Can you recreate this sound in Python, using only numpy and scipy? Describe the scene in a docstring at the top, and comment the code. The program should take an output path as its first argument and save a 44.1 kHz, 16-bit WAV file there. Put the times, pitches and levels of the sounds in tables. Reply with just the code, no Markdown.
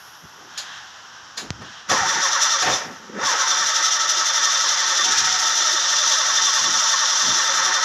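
"""A soft steady rush, then key and relay click and small motors whirr beside an open bonnet.
After a sharp pop the pinion slams in; a starter motor cranks a four-cylinder engine that will not catch,
falls back once, groans up again and cranks on. Filtered noise makes the rush, knocks and thumps, and a faint
high band whose level changes over time. Counted gear teeth drive whine and rattle: each compression drags
the whine down and hushes the rattle, and a weak firing briefly hurries the crankshaft."""
import sys
import numpy as np
from scipy import signal
from scipy.fft import rfft, irfft, next_fast_len
from scipy.io import wavfile

SR = 44100
rng = np.random.default_rng(int(sys.argv[2]) if len(sys.argv) > 2 else 0)


def log_audio(samples):
    """Write samples as a 16-bit WAV file to the path given in sys.argv[1]."""
    # one column per channel
    frames = np.atleast_2d(samples).T
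    # limit to full scale, then quantise
    limited = np.clip(frames, -1, 1)
    pcm = np.round(limited * 32767).astype(np.int16)
    wavfile.write(sys.argv[1], SR, pcm)


N = 345876
TIME = np.arange(N) / SR


def undb(db):
    """Decibels to an amplitude factor."""
    return 10 ** (np.asarray(db) / 20)


def unit(x):
    """Scale to an RMS of 1."""
    return x / np.sqrt(np.mean(x ** 2))


def curves(table):
    """Each column of a table, joined by straight lines in time."""
    s, *columns = np.transpose(table)
    return [np.interp(TIME, s, column) for column in columns]


def colour(x, points):
    """Filter by a spectrum of (pitch_hz, level_db) points, joined along log frequency."""
    hz, db = np.transpose(points)
    size = next_fast_len(len(x))
    f = np.maximum(np.fft.rfftfreq(size, 1 / SR), 1)
    gain = undb(np.interp(np.log(f), np.log(hz), db))
    return irfft(rfft(x, size) * gain, size)[:len(x)]


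def resonate(x, modes):
    """A bank of parallel resonances (pitch_hz, width_hz, level_db)."""
    return sum(undb(db) * signal.lfilter(*signal.iirpeak(hz, hz / width, fs=SR), x)
               for hz, width, db in modes)


def resonate_twice(x, hz, width, db):
    """One resonance passed twice, for steeper skirts."""
    return resonate(resonate(x, [(hz, width, db)]), [(hz, width, 0)])


def noise(length=N):
    """White noise."""
    return rng.standard_normal(length)


def walk(rate):
    """A random drift with spread 1, through `rate` random points per second."""
    knots = noise(400 * 8)
    return unit(np.interp(TIME * rate, np.arange(len(knots)), knots))


def scatter(x, t60, wet_db):
    """Direct sound plus the dense ringing of the metal parts around it, dying 60 dB in t60 seconds."""
    t = TIME[:SR // 3]
    tail = noise(len(t)) * undb(-60 * t / t60)
    tail *= undb(wet_db) / np.sqrt(np.sum(tail ** 2))
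    return x + signal.fftconvolve(x, tail)[:N]


# level of the faint high-band noise over time: time_s, level_db
HIGH_BAND_LEVEL = [(0, -55), (.45, -68), (.7, -71.5), (2.7, -84), (2.85, -62), (3.1, -74), (7.84, -75)]


def high_band():
    """Faint high-band noise, its level changing over time."""
    level_db, = curves(HIGH_BAND_LEVEL)
    band_colour = [(7000, -29), (10500, -10), (11700, -1), (12600, -13), (15000, -22)]
    return undb(level_db) * unit(colour(noise(), band_colour))


# colour of the steady rush, also mixed into the whirrs: pitch_hz, level_db
AIR_COLOUR = [(40, -30), (120, -1), (300, -12), (470, -10.5), (800, 5.5), (1500, 9.5), (1900, 2),
              (2280, -7), (3100, 3), (4400, -6), (5600, 4.5), (6900, -6.5), (7800, -18), (9000, -38),
              (10500, -26), (12500, -68), (15000, -55)]
RUSH_DB = -43.5


def yard(rumble_db=-60, waver_db=1.0):
    """A soft steady rush and an uneven distant rumble, each from coloured noise."""
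    rush = unit(colour(noise(), AIR_COLOUR)) * undb(RUSH_DB + waver_db * walk(26))
    low_colour = [(25, -24), (80, 1.0), (200, -2.5), (600, -3), (2000, -45), (8000, -80)]
    rumble = unit(colour(noise(), low_colour)) * undb(rumble_db + walk(2.4))
    return rush + rumble


# hollows of the engine bay: pitch_hz, width_hz, level_db
BAY_HOLLOWS = [(1290, 910, -9), (1670, 400, 9), (3280, 1400, 4), (5400, 1030, -14)]
# small electric motors whirr once the ignition is on: start_s, length_s, level_db
WHIRRS = [(0.58, 0.2, -38), (0.99, 0.027, -53), (1.15, .07, -51.5), (1.654, 0.14, -42.5)]
# one of them sings briefly: centre_s, spread_s, pitch_hz, level_db
PUMP_TONE = (1.18, .04, 1572, -47)


def whirrs(attack_s=0.043, release_s=0.13, rough_db=0.5):
    """Pump and valve motors whirr as noise through the hollows of the engine bay; one sings a faint note."""
    bay = unit(sum(resonate_twice(noise(), *hollow) for hollow in BAY_HOLLOWS))
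    level = 0
    for start, length, db in WHIRRS:
        swell = np.minimum(TIME - start, 0) / attack_s
        fade = np.maximum(TIME - start - length, 0) / release_s
        level = level + undb(db) * np.exp(swell - fade)
    centre, spread, hz, db = PUMP_TONE
    note = unit(np.sin(2 * np.pi * np.cumsum(hz * (1 + .006 * walk(59.7))) / SR))
    note_level = undb(db) * np.exp(-.5 * ((TIME - centre) / spread) ** 2)
    whirr = unit(bay + undb(-1.5) * unit(colour(noise(), AIR_COLOUR)))
    return whirr * level * undb(rough_db * walk(17.7)) + note * note_level


# the engine rocks on its mounts or coughs, the car's body stirs: centre_s, level_db, pitch_hz, spread_s
THUMPS = [(0.247, -44, 149, 0.014), (0.427, -53.5, 278, 0.075), (1.439, -41, 240, 0.032),
          (1.559, -43.5, 71, 0.065), (1.63, -44, 170, 0.052), (1.926, -29, 172, 0.018),
          (2.023, -38.5, 165, 0.057), (2.176, -38, 310, 0.024), (2.702, -31.5, 173, 0.035),
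          (2.89, -39.5, 245, 0.041), (3.239, -39, 191, 0.022), (3.615, -50, 190, 0.045),
          (5.086, -42, 267, 0.035), (5.239, -47, 110, 0.093), (6.693, -41, 193, 0.068),
          (7.291, -36, 185, 0.033), (7.55, -49, 300, 0.14)]


def thumps():
    """Engine block, exhaust and bodywork swell softly: low resonant noise under bell-shaped envelopes."""
    out = np.zeros(N)
    for s, db, hz, spread in THUMPS:
        near = np.flatnonzero(abs(TIME - s) < 1 / 4)
        rumble = unit(resonate_twice(noise(SR), hz, hz * 1.44, 0))[:len(near)]
        out[near] += rumble * undb(db) * np.exp(-.5 * ((TIME[near] - s) / spread) ** 2)
    return out


POP_S = 1.505
# a lone sharp pop: tick_db, thud_db, thud_hz (where its falling pitch settles), t60_s
POP = (-6, -17.5, 85, 0.06)


def pop():
    """A single sharp tick, a low-passed impulse, with a short low thud behind it."""
    tick_db, thud_db, hz, t60 = POP
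    t = np.maximum(TIME - POP_S, 0)
    impulse = np.diff(t > 0, prepend=False).astype(float)
    tick = signal.lfilter(*signal.butter(7, 6500, fs=SR), impulse)
    cycles = hz * t * (1 + 1.1 * np.exp(-t / 0.012))
    thud = -np.sin(2 * np.pi * cycles) * np.exp(-np.log(1000) * t / t60)
    return undb(tick_db) * tick / tick.max() + undb(thud_db) * thud


# colour of the snaps: pitch_hz, level_db
SNAP_COLOUR = [(880, -45), (1500, -3), (1750, 5), (2060, -18), (2310, -6), (2810, -1), (3750, -4),
               (4210, 5.5), (5150, 1), (6940, 4), (8830, -30), (10900, -10), (15000, -52)]
# ringing of the key and relay: pitch_hz, width_hz, level_db
SNAP_RING = [(3540, 40, 3), (3840, 140, 1), (4210, 66, -8), (4780, 40, -6), (6880, 140, -5)]
# ringing of bell housing and starter body, in clunks and gears: pitch_hz, width_hz, level_db
HOUSING_MODES = [(547.6, 23, -2.5), (624, 11, -4.5), (746.5, 22, 7), (900.5, 26, 0), (1128, 113, -4.5),
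                 (1297.4, 38, -0.5), (1564, 20, -6.5), (1705, 18, -4.5), (1816, 37, 5.5)]
# key, relay, solenoid and pinion knocks: peak_s, snap_db, clunk_db, snap_t60_s, rise_s
CLICKS = [(0.408, -54, -46, .05, .002), (0.578, -25, -43.5, 0.21, 0.0015),
          (1.378, -25.5, -34.5, .22, 0.0036), (1.622, -47, -37.5, 0.076, 0.006),
          (1.901, -20, -30, 0.025, 0.0049), (1.915, -22.5, -19.5, 0.18, 0.0012),
          (2.625, -22, -24, 0.14, 0.0043), (2.676, -43, -20, 0.3, 0.018), (3.2, -64, -34.5, 0.17, 0.017),
          (3.301, -53, -31.5, 0.14, 0.0071), (3.337, -45, -26.5, 0.1, .008)]


def clicks(clunk_ring=2):
    """Each switch or knock snaps, and its clunk rings on in the housing, clunk_ring times as long."""
    snap = unit(colour(scatter(noise(), t60=0.29, wet_db=23), SNAP_COLOUR))
    snap = unit(snap + undb(-5.5) * unit(resonate(noise(), SNAP_RING)))
    hit = noise()
    clunk_colour = [(60, -40), (170, -10.5), (550, 5.5), (1200, 2.5), (1900, 1.0), (3000, -3.5), (8000, -60)]
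    clunk = unit(unit(colour(hit, clunk_colour)) + .5 * unit(resonate(hit, HOUSING_MODES)))
    out = np.zeros(N)
    for s, snap_db, clunk_db, t60, rise in CLICKS:
        attack = np.exp(np.minimum(TIME - s, 0) / rise)
        fall_db = -60 * np.clip(TIME - s, 0, 1) / t60
        out += attack * snap * undb(snap_db + fall_db)
        out += attack * clunk * undb(clunk_db + fall_db / clunk_ring)
    return out


# the starter winds up from rest: time_s, pitch_hz, level_db
WIND_UP = [(3.0, 230, -45), (3.05, 231.2, -49), (3.16, 204.2, -35), (3.182, 211, -28), (3.2, 393, -31),
           (3.225, 545, -25), (3.26, 564, -63)]


def wind_up(growl_db=2):
    """The armature groans as it breaks away: a gliding tone roughened by fast random drifts."""
    hz, db = curves(WIND_UP)
    angle = 2 * np.pi * np.cumsum(hz * (1 + 0.042 * walk(150))) / SR
    growl = undb(growl_db) * walk(110) * np.cos(angle) + 1.5 * walk(300) * np.sin(2 * angle)
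    sounding = (TIME > WIND_UP[0][0]) * (TIME < WIND_UP[-1][0])
    return unit(np.sin(angle) + growl) * undb(db) * sounding


def block(db=-52, lumpy_db=6.0):
    """The turning engine mutters in its low resonances, each drifting in level on its own."""
    modes = [(151, 49, -7), (255, 140, -15.0), (361, 153, 6.0)]  # pitch_hz, width_hz, level_db
    mutter = sum(resonate_twice(noise(), *mode) * undb(lumpy_db * walk(16)) for mode in modes)
    return undb(db) * unit(mutter)


COAST_DB_PER_S, COAST_FLOOR_DB = 74, -20  # the gears run down once the key is let go
# each turn of the key: pinion_in_s, let_go_s, rise_db_per_s, free_swing_s (moment of one free swing)
CRANKS = [(1.9, 2.741, 900, 2.34), (3.24, 7.9, 162, 3.85)]


def drive():
    """How hard the pinion drives the flywheel (dB): it bites, holds, and coasts when the key is let go."""
    turns = []
    for start, stop, rise, _ in CRANKS:
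        bite_db = np.minimum(rise * (TIME - start), 0)
        coast_db = np.clip(COAST_DB_PER_S * (stop - TIME), COAST_FLOOR_DB, 0)
        turns.append(bite_db + coast_db)
    return np.maximum(np.max(turns, axis=0), -90)


def stroke(turned, lead, rise):
    """One piston stroke, -1 to 1: a quick spring past top centre, then a slow sag under compression."""
    return np.interp((turned + lead) % 1, [0, 1 - np.clip(rise, .1, .9), 1], [1, -1, 1])


TEETH_PER_STROKE = 53
PINION_MIN_RATE = 9.3  # strokes per s; the pinion runs ahead of a slower crank
# crankshaft labours up, slows, restarts, and hurries on a weak firing: time_s, rate_strokes_per_s
CRANK_SPEED = [(1.9, 4.9), (2.1, 5.8), (2.25, 9.79), (2.6, 11.32), (2.75, 4.4), (3.2, 4.62), (3.45, 10.46),
               (3.75, 12.01), (4.4, 11.58), (5.0, 11.01), (5.12, 16.01), (5.45, 12.2), (5.95, 11.24),
               (6.6, 10.81), (7.35, 10.86), (7.7, 10.8)]


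def crankshaft(sway=.125, free_rate=11.3, hunt=.008, lead=.14, rise=.3, uneven=.2):
    """Strokes turned, teeth passed, and pinion load, which peaks while compression slows the crank."""
    rate, = curves(CRANK_SPEED)
    total = np.cumsum(rate) / SR
    turned = total
    for start, _, _, swing_s in CRANKS:
        # count strokes from the free swing, so each crank falls in step with it
        turned = np.where(TIME > start - 1 / 4, total - np.interp(swing_s, TIME, total), turned)
    pinion = np.maximum(rate, PINION_MIN_RATE)
    drag = np.clip(sway * (free_rate / pinion) ** 4, 0, .2)  # a slow engine is held back more
    pulse = drag * (1 + uneven * walk(9)) * stroke(turned, lead, rise)
    speed = pinion * (1 + pulse + hunt * walk(120))
    teeth = TEETH_PER_STROKE * np.cumsum(speed) / SR
    load = np.sin(2 * np.pi * (turned + lead)) * drag / sway
    return turned, teeth, load


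def impacts(teeth, spread_db, clatter_db):
    """One blow per flywheel tooth, each of its own size, amid looser chatter from the starter's gears."""
    size = undb(spread_db * np.clip(noise(), -2, 2))
    blows = np.diff(np.floor(teeth), prepend=0) * size * rng.choice([-1, 1], N)
    chatter = (rng.random(N) < 5000 / SR) * noise()  # about 5000 ticks per s
    return unit(blows) + undb(clatter_db) * unit(chatter)


# colour of the gear growl: pitch_hz, level_db
GEAR_COLOUR = [(50, -48), (130, -33), (420, -20.5), (530, -11), (850, -4.5), (1100, -6), (1500, -2),
               (1850, -8.5), (2000, -7.5), (2400, -11.5), (3200, -28), (6000, -57)]


def gears(teeth, load, drive_db, ring_db=1.5, direct=0.29, whine_db=-6.0, load_db=3):
    """The mesh tone sweeps the housing's modes, loudest on each loaded fall, over the growl of the teeth."""
    mesh = 0
    for k, db in enumerate([-13, 0, -3], 1):
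        level = undb(db + 3 * walk(70))
        mesh = mesh + level * np.sin(2 * np.pi * k * teeth + .5 * walk(150))
    mesh = mesh * undb(load_db * np.clip(load, -1, 1) + drive_db)
    whine = scatter(unit(resonate(mesh, HOUSING_MODES) + direct * mesh), t60=.09, wet_db=-7)
    blows = scatter(impacts(teeth, spread_db=6.5, clatter_db=2.5), t60=0.026, wet_db=-6)
    blows = colour(blows, GEAR_COLOUR)
    growl = unit(unit(blows) + undb(ring_db) * unit(resonate(blows, HOUSING_MODES)))
    return unit(growl + undb(whine_db) * whine)


# colour of the tooth rattle: pitch_hz, level_db
RATTLE_COLOUR = [(1500, -38), (2600, -13.5), (3200, -4), (3800, -4), (4500, -7), (5200, 0.5), (5900, 1),
                 (6500, -3.5), (7300, -10), (7900, -23), (9000, -31.5), (10400, -26.5), (12500, -35.5),
                 (15500, -47.5)]
# ringing of the flywheel teeth: pitch_hz, width_hz, level_db
TOOTH_RING = [(3507, 11.3, 2.5), (3591, 34, -0.5), (4800, 14, -5), (5400, 52, -19), (5894, 110, -5),
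              (5680, 16.5, 3)]


def rattle(teeth, swing, ring_db=-7, sing_db=-10, bright_db=2, flutter_db=0.74):
    """Backlash rings ring gear, pinion and cover; free-swinging teeth sound brighter."""
    parts = [impacts(teeth, spread_db=4, clatter_db=-2) for _ in range(2)]
    spread = sum(scatter(part, t60=0.24, wet_db=6.5) for part in parts)
    spread = unit(colour(spread, RATTLE_COLOUR))
    ring = unit(resonate(colour(parts[0], RATTLE_COLOUR), TOOTH_RING))
    # high overtones of the mesh light up the ring gear's modes as they slide past
    overtones = sum(gain * np.sin(2 * np.pi * k * teeth + .6 * walk(200))
                    for k, gain in [(6, 1), (9, .6), (10, .6)])
    sing = unit(resonate(overtones, TOOTH_RING) + 0.066 * overtones)
    metal = unit(spread + undb(ring_db) * ring + undb(sing_db) * sing)
    edge = signal.sosfiltfilt(signal.butter(3, 7500, "high", fs=SR, output="sos"), metal)
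    edge_gain = undb(bright_db * swing + 1.25 * walk(25))
    return (metal + edge * (edge_gain - 1)) * undb(flutter_db * walk(90))


# how hard the starter works, before trims: time_s, rattle_db, throb_db (rattle swing per stroke), gear_db
EFFORT = [(2.0, -21.5, 2, -22), (2.45, -19, 2.5, -23.5), (2.75, -22, 3, -30), (3.3, -22, 3, -22),
          (3.55, -19, 1, -24.5), (4.05, -20, 4, -26), (4.6, -18.5, 0, -25), (5.15, -19, 2.5, -24.5),
          (5.5, -18.5, 0.5, -25.5), (7.3, -18, -0.8, -25.5), (7.7, -20, 2, -22)]


def starter(gear_db=0.0, rattle_db=-1.5, throb_db=1.1, slack=1.64, uneven_db=.5):
    """Whine and rattle throb with the strokes; rattle peaks near the free swing and dies first on release."""
    drive_db = drive()
    tooth_db, depth_db, mesh_db = curves(EFFORT)
    turned, teeth, load = crankshaft()
    swing = np.cos(2 * np.pi * turned)
    gear_beat_db = throb_db * stroke(turned, lead=-0.3, rise=0.22)
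    low = gears(teeth, load, drive_db) * undb(gear_db + mesh_db + drive_db + gear_beat_db)
    beat_db = depth_db * stroke(turned, lead=0.082, rise=0.3) + uneven_db * walk(20)
    high = rattle(teeth, swing) * undb(rattle_db + tooth_db + beat_db + slack * drive_db)
    return low + high + block() * undb(drive_db) + wind_up()


def scene():
    """Everything reaches both channels alike."""
    mix = starter() + clicks() + thumps() + pop() + whirrs() + yard() + high_band()
    return np.tile(mix, (2, 1))


TOP_HZ = 15500


def record(dry):
    """The recorder cuts the deepest bass, rounds the tallest peaks and cuts the top."""
    dry = signal.sosfilt(signal.butter(3, 45, "high", fs=SR, output="sos"), dry)
    rounded = dry / (1 + (dry / .62) ** 6) ** (1 / 6)
    return signal.sosfilt(signal.ellip(10, .2, 90, TOP_HZ, fs=SR, output="sos"), rounded)


dry = scene()
out = record(dry)
log_audio(out)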